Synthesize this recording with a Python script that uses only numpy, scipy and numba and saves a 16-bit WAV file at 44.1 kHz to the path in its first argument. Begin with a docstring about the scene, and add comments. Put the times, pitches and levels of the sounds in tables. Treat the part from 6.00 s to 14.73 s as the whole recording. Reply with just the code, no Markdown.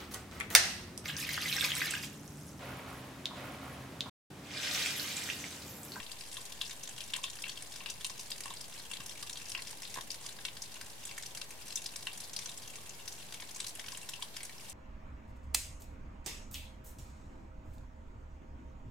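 """Under a rock overhang in a forest, water drips onto wet stones a few metres from a small stereo recorder.
Each drop is a cluster of short tone bursts: a pop at its own pitch, a slap, a knocking body and thrown spray.
Stones and the rock roof echo it at once, and the hollow rings on briefly as decaying noise. Faint patter fills
the gaps, a few drops plop into a puddle as low bubble tones, and a few thud on soft ground.
Under it all lies the steady hush of the forest, made of filtered noise."""
import sys
import numpy as np
from scipy import signal
from scipy.fft import rfft, irfft
from scipy.io import wavfile
from numba import njit

SR = 44100
rng = np.random.default_rng(int(sys.argv[2]) if len(sys.argv) > 2 else 0)


def persist_wave(psi):
    """Save psi, clipped to +-1, as 16-bit WAV."""
    counts = np.round(np.clip(psi, -1, 1) * 32767).astype(np.int16)
    wavfile.write(sys.argv[1], SR, np.atleast_2d(counts).T)


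N = 384993


def undb(db):
    """Gain of a dB value."""
    return 10 ** (np.asarray(db) / 20)


def on_log_hz(table, hz):
    """Reads (Hz, value) points on a log-frequency axis."""
    point_hz, value = np.transpose(table)
    return np.interp(np.log(np.maximum(hz, 1)), np.log(point_hz), value)


def colour(x, gain_db, size=2048):
    """Causal filter whose dB gain is a function of Hz, made from the folded cepstrum."""
    bin_hz = np.arange(size // 2 + 1) * SR / size
    cepstrum = irfft(np.log(undb(gain_db(bin_hz))))
    # folding the later half onto the earlier one gives minimum phase
    cepstrum[1:size // 2] *= 2
    cepstrum[size // 2 + 1:] = 0
    impulse = irfft(np.exp(rfft(cepstrum)))
    return signal.fftconvolve(x, impulse)[:N]


@njit
def grains(start, hz, cycles, size, count):
    """Tone bursts that swell over 'cycles' periods to an envelope peak of 'size' and die away."""
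    out = np.zeros(count)
    for g in range(len(start)):
        tau = cycles[g] * SR / hz[g]  # swell in samples
        first = int(start[g] * SR) + 1
        for i in range(first, min(first + int(5 * tau), count)):
            n = i - start[g] * SR
            envelope = (n / tau * np.exp(1 - n / tau)) ** 2
            out[i] += size[g] * envelope * np.sin(2 * np.pi * hz[g] * n / SR)
    return out


def hush():
    """Steady forest air and far water: mid and side noise, so partly alike at both ports."""
    # Spectrum of the hush. Each row: frequency in Hz, relative density in dB per Hz.
    mid_spectrum = [(20, -12), (50, -2), (120, 1), (270, -5.5), (700, -6), (1020, -6.5), (1300, -13.5),
                    (1700, -11.5), (3000, -12), (8800, -16), (12500, -17), (16000, -26)]
    # Stereo width of the hush. Each row: frequency in Hz, side minus mid in dB.
    side_minus_mid = [(25, -5), (120, -6), (250, -1.5), (700, -5), (2000, -0.5), (8000, 2)]
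    mid_level_db = -55  # RMS

    def mid_db(hz):
        return on_log_hz(mid_spectrum, hz)

    def side_db(hz):
        return mid_db(hz) + on_log_hz(side_minus_mid, hz)

    mid = colour(rng.standard_normal(N), mid_db, size=8192)
    side = colour(rng.standard_normal(N), side_db, size=8192)
    return np.array([mid + side, mid - side]) * undb(mid_level_db) / np.std(mid)


def splash(s, level_db, pop_hz, slap_db, body_db, spray_db):
    """A drop as grains (s, Hz, cycles, size): pop, slap on stone, body, crackle, spray and spatter."""
    chance = rng.random((len(s), 28)).T
    one = np.ones(len(s))
    parts = [(s, pop_hz, 1.44 * one, undb(level_db - 7.5))]
    slap_hz = 1600 + 600 * chance[0]
    parts.append((s, slap_hz, 1.1 * one, undb(level_db + slap_db)))
    for k in range(2):  # the body of the splat knocks at middle pitches
        body_s = s + 0.00122 * chance[4 + k]
        body_hz = 2500 * 1.95 ** ((k + chance[1 + k]) / 2)
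        parts.append((body_s, body_hz, 0.78 * one, undb(level_db + body_db)))
    # the water sheet tears near the pitch of the pop
    crack_hz = np.clip(pop_hz * 1.3 ** (chance[3] - .4), 1500, 13000)
    parts.append((s + .0025 * chance[6], crack_hz, 0.87 * one, undb(level_db - 12.5)))
    for k in range(6):  # fine spray hisses out over a few milliseconds, later flecks fainter
        fleck_hz = 5500 * 3.02 ** ((k % 3 + chance[7 + k]) / 3)
        late = .006 * chance[13 + k] ** 1.5
        parts.append((s + late, fleck_hz, 1.28 * one, undb(level_db + spray_db - 320 * late)))
    for k in range(3):  # thrown droplets fall back later, each with a small pitch of its own
        spatter_s = s + 0.011 + 0.038 * chance[22 + k]
        spatter_hz = np.clip(pop_hz * 2.43 ** (chance[19 + k] - .4), 1500, 13000)
        spatter_db = level_db - 18.5 - 10.6 * chance[25 + k]
        parts.append((spatter_s, spatter_hz, 1.35 * one, undb(spatter_db)))
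    return np.array(parts)


def clear_drops():
    """The drops that stand out one by one, each splashing on stone."""
    # Each row: start in seconds, drop level in dB, pop pitch in Hz,
    # then slap, body and spray in dB relative to the drop level.
    drop_rows = [(0.0001, -37, 1950, -10, -2.5, -14), (0.0288, -33.5, 3220, -25, -10.5, -27),
                 (0.0642, -34, 3200, -18, -9, -24), (0.116, -30.5, 4030, -21, -15, -12),
                 (0.209, -34.5, 4240, -29, -7, -12), (0.315, -37, 6150, -18, -10, -10),
                 (0.3286, -35, 8040, -19, -10, -13), (0.343, -35, 8020, -20, -25, -8),
                 (0.3684, -29.5, 3280, -9, -14, -14), (0.4127, -38, 8060, -13, -9, -10),
                 (0.453, -37.5, 8000, -28, -11, -6), (0.521, -34, 3200, -27, -16, -10.5),
                 (0.6135, -19.5, 3260, -22, -12.5, -20), (0.6485, -37, 3710, -24, -19, -13),
                 (0.6634, -36, 3750, -25, -18, -13), (0.6769, -34, 6330, -26, -15, -17),
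                 (0.6954, -30, 6550, -15, -19, -23), (0.71, -30, 3800, -13, -17, -16),
                 (0.727, -39, 6100, -25, -14, -9), (0.834, -30.5, 6040, -30, -19, -11.5),
                 (0.8752, -31, 6690, -22, -10, -21), (0.8912, -32, 6900, -15, -17, -14),
                 (0.98, -29, 4330, -14, -9.5, -17), (1.0054, -34.5, 2760, -9, -4, -11),
                 (1.0159, -35, 2600, -16, -10, -14), (1.038, -36, 5800, -19, -17, -15),
                 (1.1013, -39.5, 4130, -11, -8, -12), (1.136, -17, 3180, -17, -31, -21),
                 (1.1623, -29, 3140, -10, -13, -8.5), (1.177, -38, 3180, -16, -20, -9),
                 (1.215, -42, 4600, -25, -22, -20), (1.2352, -27, 7000, -25, -20, -16),
                 (1.2394, -22, 3060, -23, -9, -19), (1.264, -32, 3670, -24, -23, -30),
                 (1.2805, -34, 2920, -8, -13, -28), (1.3004, -31, 7040, -28, -9, -23),
                 (1.354, -35, 6510, -17, -16, -11), (1.388, -39, 4760, -4, -16, -23),
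                 (1.421, -31.5, 5030, -33, -10.5, -8.5), (1.4392, -23.5, 2730, -27, -23, -35),
                 (1.465, -34, 2650, -6, -8, -19), (1.4795, -34.5, 3180, -18, -17, -8),
                 (1.4922, -33, 3000, -23, -10, -18), (1.4949, -25, 4600, -23, -9.5, -19),
                 (1.5168, -40, 3140, -18, -10, -27), (1.5734, -35.5, 3200, -16, -5, -12),
                 (1.6228, -32, 10340, -12, -17, -11), (1.7222, -37.5, 5030, -18, -8, -9),
                 (1.738, -38, 3650, -17, -14, -11), (1.759, -35.5, 5140, -11, -9, -8),
                 (1.8047, -30, 2680, -15, -21, -31), (1.86, -24, 2650, -17, -10, -22),
                 (1.889, -32, 3840, -22, -13, -29), (1.8997, -23, 6200, -34, -17, -13.5),
                 (2.0093, -36, 3500, -10, -10, -13), (2.0457, -23.5, 3200, -41, -5.5, -11.5),
                 (2.065, -30.5, 9300, -22, -17, -10), (2.0966, -30.5, 5670, -14, -12, -14),
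                 (2.1774, -39, 6240, -27, -7, -9), (2.195, -32.5, 5560, -28, -8, -8),
                 (2.2082, -32.5, 5710, -28, -17, -12), (2.3027, -31.5, 4160, -25, -13, -7),
                 (2.3167, -26, 4600, -20, -9, -16), (2.3584, -38, 3260, -8, -17, -12),
                 (2.3807, -37, 6240, -21, -9, -9), (2.4054, -31.5, 9700, -14, -6.5, -9),
                 (2.436, -34, 4780, -12, -8, -11), (2.4558, -32.5, 2720, -8, -9, -8),
                 (2.4797, -40, 2720, -14, -7, -22), (2.5036, -32.5, 3200, -15, -10.5, -15),
                 (2.5384, -35.5, 7800, -14, -9, -20), (2.57, -34, 4300, -24, -18, -20),
                 (2.609, -32, 5200, -29, -17, -12), (2.6403, -39, 4640, -20, -8.5, -14),
                 (2.798, -35, 4200, -11, -14, -19), (2.9134, -29.5, 2850, -11, -19, -10),
                 (2.935, -31, 3140, -19, -5, -11.5), (2.969, -33.5, 3760, -11, -10, -15),
                 (3.003, -33.5, 2800, -11, -10, -14), (3.0614, -33, 6300, -17, -13, -6),
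                 (3.0941, -32.5, 3250, -25, -21, -10), (3.1114, -37, 5260, -10, -6, -17),
                 (3.2265, -30.5, 4750, -10.5, -10.5, -7.5), (3.2707, -36, 4700, -25, -9, -24),
                 (3.2958, -32, 6770, -31, -4.5, -11), (3.3295, -29.5, 5900, -25, -16, -16),
                 (3.357, -34.5, 3400, -15, -11, -21), (3.3716, -30.5, 3620, -27, -17, -16),
                 (3.456, -33, 5100, -27, -20, -19), (3.4846, -36, 5870, -29, -19, -12),
                 (3.495, -30, 9500, -33, -16, -9), (3.5181, -28, 5650, -24, -9, -15),
                 (3.5495, -19.5, 2670, -13, -16, -32), (3.5755, -32, 4800, -6, -17, -21),
                 (3.621, -31, 4900, -18, -10, -12.5), (3.671, -34, 5400, -13, -11, -12),
                 (3.7096, -44, 4650, -6, -21, 0), (3.82, -34.5, 5330, -10, -13, -8),
                 (3.8318, -35, 5500, -13, -8, -18), (3.8511, -35, 3780, -17, -13, -27),
                 (3.8744, -34, 4180, -23, -15, -14), (3.941, -30, 5570, -19, -13, -9.5),
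                 (3.9536, -37, 7580, -11, -16, -9), (3.956, -33, 3570, -17, -19, -18),
                 (3.97, -36, 1820, -9, -7, -9), (3.985, -37, 1840, -11, -14, -14),
                 (4.0094, -32.5, 3590, -18, -13, -10.5), (4.1038, -25.5, 4940, -31, -18, -17),
                 (4.1152, -28, 5470, -30, -13, -14.5), (4.1435, -32.5, 4260, -13, -9, -13),
                 (4.2627, -28.5, 4670, -21, -10.5, -13), (4.2894, -32, 3760, -19, -22, -13),
                 (4.3874, -36, 3550, -11, -12, -26), (4.4507, -25.5, 2720, -6, -6, -13),
                 (4.483, -35, 2780, -12, -3, -20), (4.5683, -38.5, 4840, -6.5, -3, -14),
                 (4.6201, -26, 5600, -35, -33, -13.5), (4.718, -36, 4750, -21, -22, -16),
                 (4.7418, -37.5, 6140, -18, -10, -11), (4.765, -37, 2270, -7, -10, -22),
                 (4.812, -35.5, 4030, -5, -3, -9.5), (4.899, -42, 4630, -27, -17, -7),
                 (5.031, -38.5, 3030, -25, -12, -10), (5.053, -30.5, 7500, -27, -13, -10),
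                 (5.071, -36, 5770, -13, -13, -8), (5.091, -35, 2670, -19, -17, -18),
                 (5.112, -31, 2400, -17, -11, -17), (5.179, -31, 1930, -7, -10, -8),
                 (5.2245, -37, 5700, -17, -5, -9), (5.233, -33.5, 5580, -11, -8.5, -17),
                 (5.2604, -30.5, 5100, -23, -13, -11), (5.349, -33.5, 5560, -14, -7.5, -8),
                 (5.373, -33.5, 4700, -13, -8, -7), (5.4144, -34, 8100, -12, 1, -10),
                 (5.5062, -35, 8850, -12, -9.5, -10), (5.6806, -36.5, 5760, -33, -12, -8),
                 (5.7047, -35, 4540, -14, -8, -10), (5.7236, -33, 4670, -18, -6, -12),
                 (5.7568, -20, 6500, -39, -22, -12.5), (5.772, -27.5, 3430, -32, -16, -22),
                 (5.776, -39, 6310, -24, -14, -16), (5.8189, -34.5, 6820, -24, -12, -10),
                 (5.8412, -33.5, 4870, -22, -11, -10), (5.8605, -25.5, 5000, -16, -16, -14),
                 (5.9594, -29, 5860, -19, -11, -10), (6.027, -36, 3980, -19, -13, -12),
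                 (6.0695, -24, 2760, -10.5, -10, -20.5), (6.1304, -30, 10500, -27, -20, -20),
                 (6.1405, -36, 3140, -21, -8, -25), (6.175, -35, 8450, -23, -17, -9),
                 (6.2028, -32, 4570, -27, -17, -8), (6.237, -34.5, 4670, -27, -17, -11),
                 (6.2483, -37, 4500, -12, -12, -11), (6.3328, -36, 6600, -25, -15, -7.5),
                 (6.3637, -22.5, 4740, -37, -17, -15.5), (6.3893, -26.5, 6000, -15, -12, -19),
                 (6.422, -36.5, 3490, -11, -12, -16), (6.459, -26, 6270, -20, -12, -24),
                 (6.4915, -31, 3740, -23, -12, -11), (6.5748, -35.5, 5830, -32, -14, -5),
                 (6.677, -34.5, 6360, -21, -15, -11), (6.6988, -38, 3100, -31, -17, -6),
                 (6.756, -36, 6540, -9, -12, -9), (6.894, -30, 6600, -21, -19, -21),
                 (7.0776, -28, 5040, -17, -14, -9), (7.1243, -34, 6100, -21, -18, -10),
                 (7.3233, -34.5, 5350, -14, -8, -11.5), (7.3424, -37, 3080, -16, -5, -7),
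                 (7.3996, -32.5, 2780, -11, -12, -12), (7.4215, -34, 3010, -7, -6, -16),
                 (7.5091, -35.5, 5640, -16, -26, -9.5), (7.547, -32, 6130, -23, -18, -14),
                 (7.561, -32.5, 5990, -16, -12, -9), (7.6018, -26, 7900, -15, -6, -15),
                 (7.644, -30, 3760, -17, -15, -14), (7.6667, -27.5, 5450, -29, -10.5, -10.5),
                 (7.6824, -39, 5990, -21, -18, -3), (7.6916, -39, 4810, -17, -16, -3),
                 (7.7526, -30, 9480, -36, -29, -23), (7.7953, -33, 5900, -6, -7.5, -11),
                 (7.8417, -35.5, 2190, -11, -10, -18), (7.8618, -38, 5620, -19, -2, -14),
                 (7.883, -28.5, 2850, -13, -11, -15.5), (7.9204, -31, 5670, -22, -16, -16),
                 (7.948, -32, 2960, -16, -19, -18), (7.9722, -33.5, 7660, -8, -11, -9),
                 (8.0149, -38, 8800, -30, -21, -18), (8.0896, -32, 5640, -12, -5, -5.5),
                 (8.1354, -28.5, 3000, -27, -10, -26), (8.223, -27.5, 3100, -12, -8.5, -12),
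                 (8.3662, -32, 4630, -11, -5, -9), (8.4052, -34, 2230, -18, -10, -18),
                 (8.431, -30, 8850, -14, -14, -14), (8.4516, -34.5, 8100, -18, -17, -8),
                 (8.4943, -39, 2050, -19, -7, -23), (8.6972, -31.5, 8240, -30, -28, -11)]
    return splash(*np.transpose(drop_rows))


def patter():
    """Small drops splash at random moments, most faint and a few louder."""
    # The quietest drops over time. Each row: time in seconds, drop level in dB.
    floor_levels = [(0.0, -45.5), (1.1, -44), (2.2, -47.5), (3.3, -42.5), (4.4, -46), (5.4, -47),
                    (6.2, -44), (7.1, -46.5), (7.9, -45.5), (8.73, -46.5)]
    count, spread_db = 900, 2.5
    slap_db, body_db, spray_db = -14, -13, -12  # relative to the drop level
    chance = rng.random((count, 3)).T
    s = chance[0] * N / SR
    extra_db = -spread_db * np.log(1 - .9 * chance[1])
    level_db = np.interp(s, *np.transpose(floor_levels)) + extra_db
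    pop_hz = 2300 * 5.25 ** chance[2]
    return splash(s, level_db, pop_hz, slap_db, body_db, spray_db)


def among_stones(parts):
    """Direct sound, roof echoes and stone bounces, which differ for each drop and port."""
    # Trips to the rock roof, one then two. Each row: left echo in dB, right echo in dB.
    roof_trips = [(-1, -9), (-2, -4)]
    roof_lag_s, roof_scatter_s = .0021, .0004  # for one trip
    roof_skew_s = .00007  # a roof echo reaches the ports up to this far apart
    port_lag_s = .000014  # direct sound comes this much later at the right port
    bounces, spread_s = 4, .004
    s, hz, cycles, size = parts.transpose(1, 0, 2)
    drops = s.shape[1]
    # each drop lands at its own distance
    roof_s = roof_lag_s + roof_scatter_s * rng.random((drops, 2)).T ** 2
    skew_s = roof_skew_s * (2 * rng.random((drops, 2)).T - 1)
    all_hz, all_cycles, all_size = hz.ravel(), cycles.ravel(), size.ravel()
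    ports = []
    for port in range(2):
        direct = grains(s.ravel() + port * port_lag_s, all_hz, all_cycles, all_size, N)
        lag = 0.000586 + spread_s * rng.random((drops, bounces)).T[:, None] ** 1.48
        # later bounces are weaker, and either sign may come back
        gain = (2 * rng.random((drops, bounces)).T[:, None] - 1) * np.exp(-lag / spread_s)
        echo = grains((s + lag).ravel(), np.tile(all_hz, bounces), np.tile(all_cycles, bounces),
                      (size * gain).ravel(), N)
        for trip, db in enumerate(roof_trips):
            arrival = s + (trip + 1) * roof_s[trip] + port * skew_s[trip]
            echo = echo + grains(arrival.ravel(), all_hz, all_cycles, all_size * undb(db[port]), N)
        ports.append(direct + echo)
    return direct, np.array(ports)  # the direct sound alone is that of the right port


def hollow(direct):
    """The hollow under the rock gives a short diffuse noise tail, partly shared by the ports."""
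    t60_s, own_tail_db = .12, -4.5  # the shared part comes on top of each port's own tail
    t = np.arange(int(.25 * SR)) / SR
    envelope = undb(-60 * t / t60_s) * (1 - np.exp(-t / 0.0071))
    tails = rng.standard_normal((3, len(t))) * envelope
    unit_energy = np.sqrt(np.sum(tails[0] ** 2))
    port_tails = (tails[:2] + .5 * tails[2]) * undb(own_tail_db) / unit_energy
    return signal.fftconvolve(direct[None], port_tails, axes=1)[:, :N]


def ring(x):
    """The gaps between rock and stones lift a few pitches: resonances added to the sound."""
    # Each row: pitch in Hz, bandwidth in Hz, level of the added resonance in dB.
    gaps = [(1020, 110, 9), (1566, 170, 3), (2225, 22, 4.5), (2715, 13.3, 8.5), (3200, 110, -5),
            (3607, 47, 3), (4070, 62, 0), (4810, 310, -6.5), (5700, 150, -9)]
    lifted = x
    for hz, width, db in gaps:
        b, a = signal.iirpeak(hz, hz / width, SR)
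        lifted = lifted + undb(db) * signal.lfilter(b, a, x)
    return lifted


def thuds():
    """Heavy drops on soft ground: one soft push of air, then a short smack of mud."""
    # Each row: start in seconds, push level in dB, push pitch in Hz.
    thud_rows = [(0.006, -43, 1500), (2.458, -39, 1300), (2.507, -44, 800), (3.0, -47, 180),
                 (3.961, -38, 1500), (3.9748, -38, 605), (3.9859, -39.5, 800), (7.428, -48, 700)]
    s, level_db, hz = np.transpose(thud_rows)
    # the push swells for a quarter of a cycle only
    push = grains(s, hz, np.full(len(s), .25), -undb(level_db), N)
    smack_hz, smack_cycles = np.full(len(s), 1750.), np.full(len(s), 2.5)
    smack = grains(s + 0.00089, smack_hz, smack_cycles, undb(level_db - 5.0), N)
    return push + smack


def plops():
    """A bubble trapped in the puddle rings at one low pitch."""
    # Each row: start in seconds, bubble level in dB, bubble pitch in Hz.
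    plop_rows = [(0.38, -53.5, 1070), (1.144, -57, 1010), (1.166, -54, 1040), (1.186, -51, 1030),
                 (1.238, -48.5, 1080), (1.809, -53.5, 1060), (2.099, -54, 1080), (2.194, -59, 1040),
                 (2.46, -48.5, 1050), (2.51, -49, 990), (3.003, -55, 1130), (3.231, -52, 1170),
                 (3.579, -54, 1050), (3.73, -54.5, 860), (3.971, -52, 1060), (4.246, -57, 1160),
                 (6.781, -55.5, 1180), (7.427, -53, 1017), (7.786, -52, 676), (7.927, -54, 1040),
                 (8.191, -55, 990), (8.227, -49, 990)]
    swell_s = 0.0029
    s, level_db, hz = np.transpose(plop_rows)
    return grains(s, hz, swell_s * hz, undb(level_db), N)


def ground_path(water):
    """The way over the ground and into the two microphones colours each port differently."""
    # Path with its dip. Each row: frequency in Hz, gain in dB.
    path = [(600, 3), (1100, 9.5), (1300, -1), (1550, -4), (3000, 1.5), (6000, 4.5), (9000, 8.5),
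            (12000, 5), (16000, -9)]
    # Difference of the ports. Each row: frequency in Hz, left minus right in dB.
    left_minus_right = [(500, -5.5), (1200, 1), (2000, -1.5), (2700, 6), (3600, 1), (5500, 4), (7000, 0),
                        (8500, -1.5), (11000, -6), (13000, 4.5)]
    ports = []
    for x, sign in zip(water, (1, -1)):
        def gain_db(hz):
            return on_log_hz(path, hz) + sign * on_log_hz(left_minus_right, hz) / 2
        ports.append(colour(x, gain_db))
    return np.array(ports)


def scene():
    """Drops land at three spots, each with its own echoes; all water passes the ground path."""
    drops = np.concatenate([clear_drops(), patter()], axis=2)
    # a drop on stone is too small to sound much below 1350 Hz
    small_drop = signal.butter(4, 1350, "high", fs=SR, output="sos")
    low = plops() + ring(thuds())
    water = low + 0.9 * hollow(low)
    for spot in range(3):  # every third drop falls at the same spot
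        direct, near = among_stones(drops[:, :, spot::3])
        on_stone = signal.sosfilt(small_drop, near + hollow(direct))
        water = water + ring(on_stone)
    return ground_path(water) + hush()


def record(dry):
    """The recorder cuts the top above 15.9 kHz and sits on a small constant offset."""
    top_cut = signal.ellip(10, .2, 70, 15900, fs=SR, output="sos")
    return signal.sosfilt(top_cut, dry) - .0024


dry = scene()
out = record(dry)
persist_wave(out)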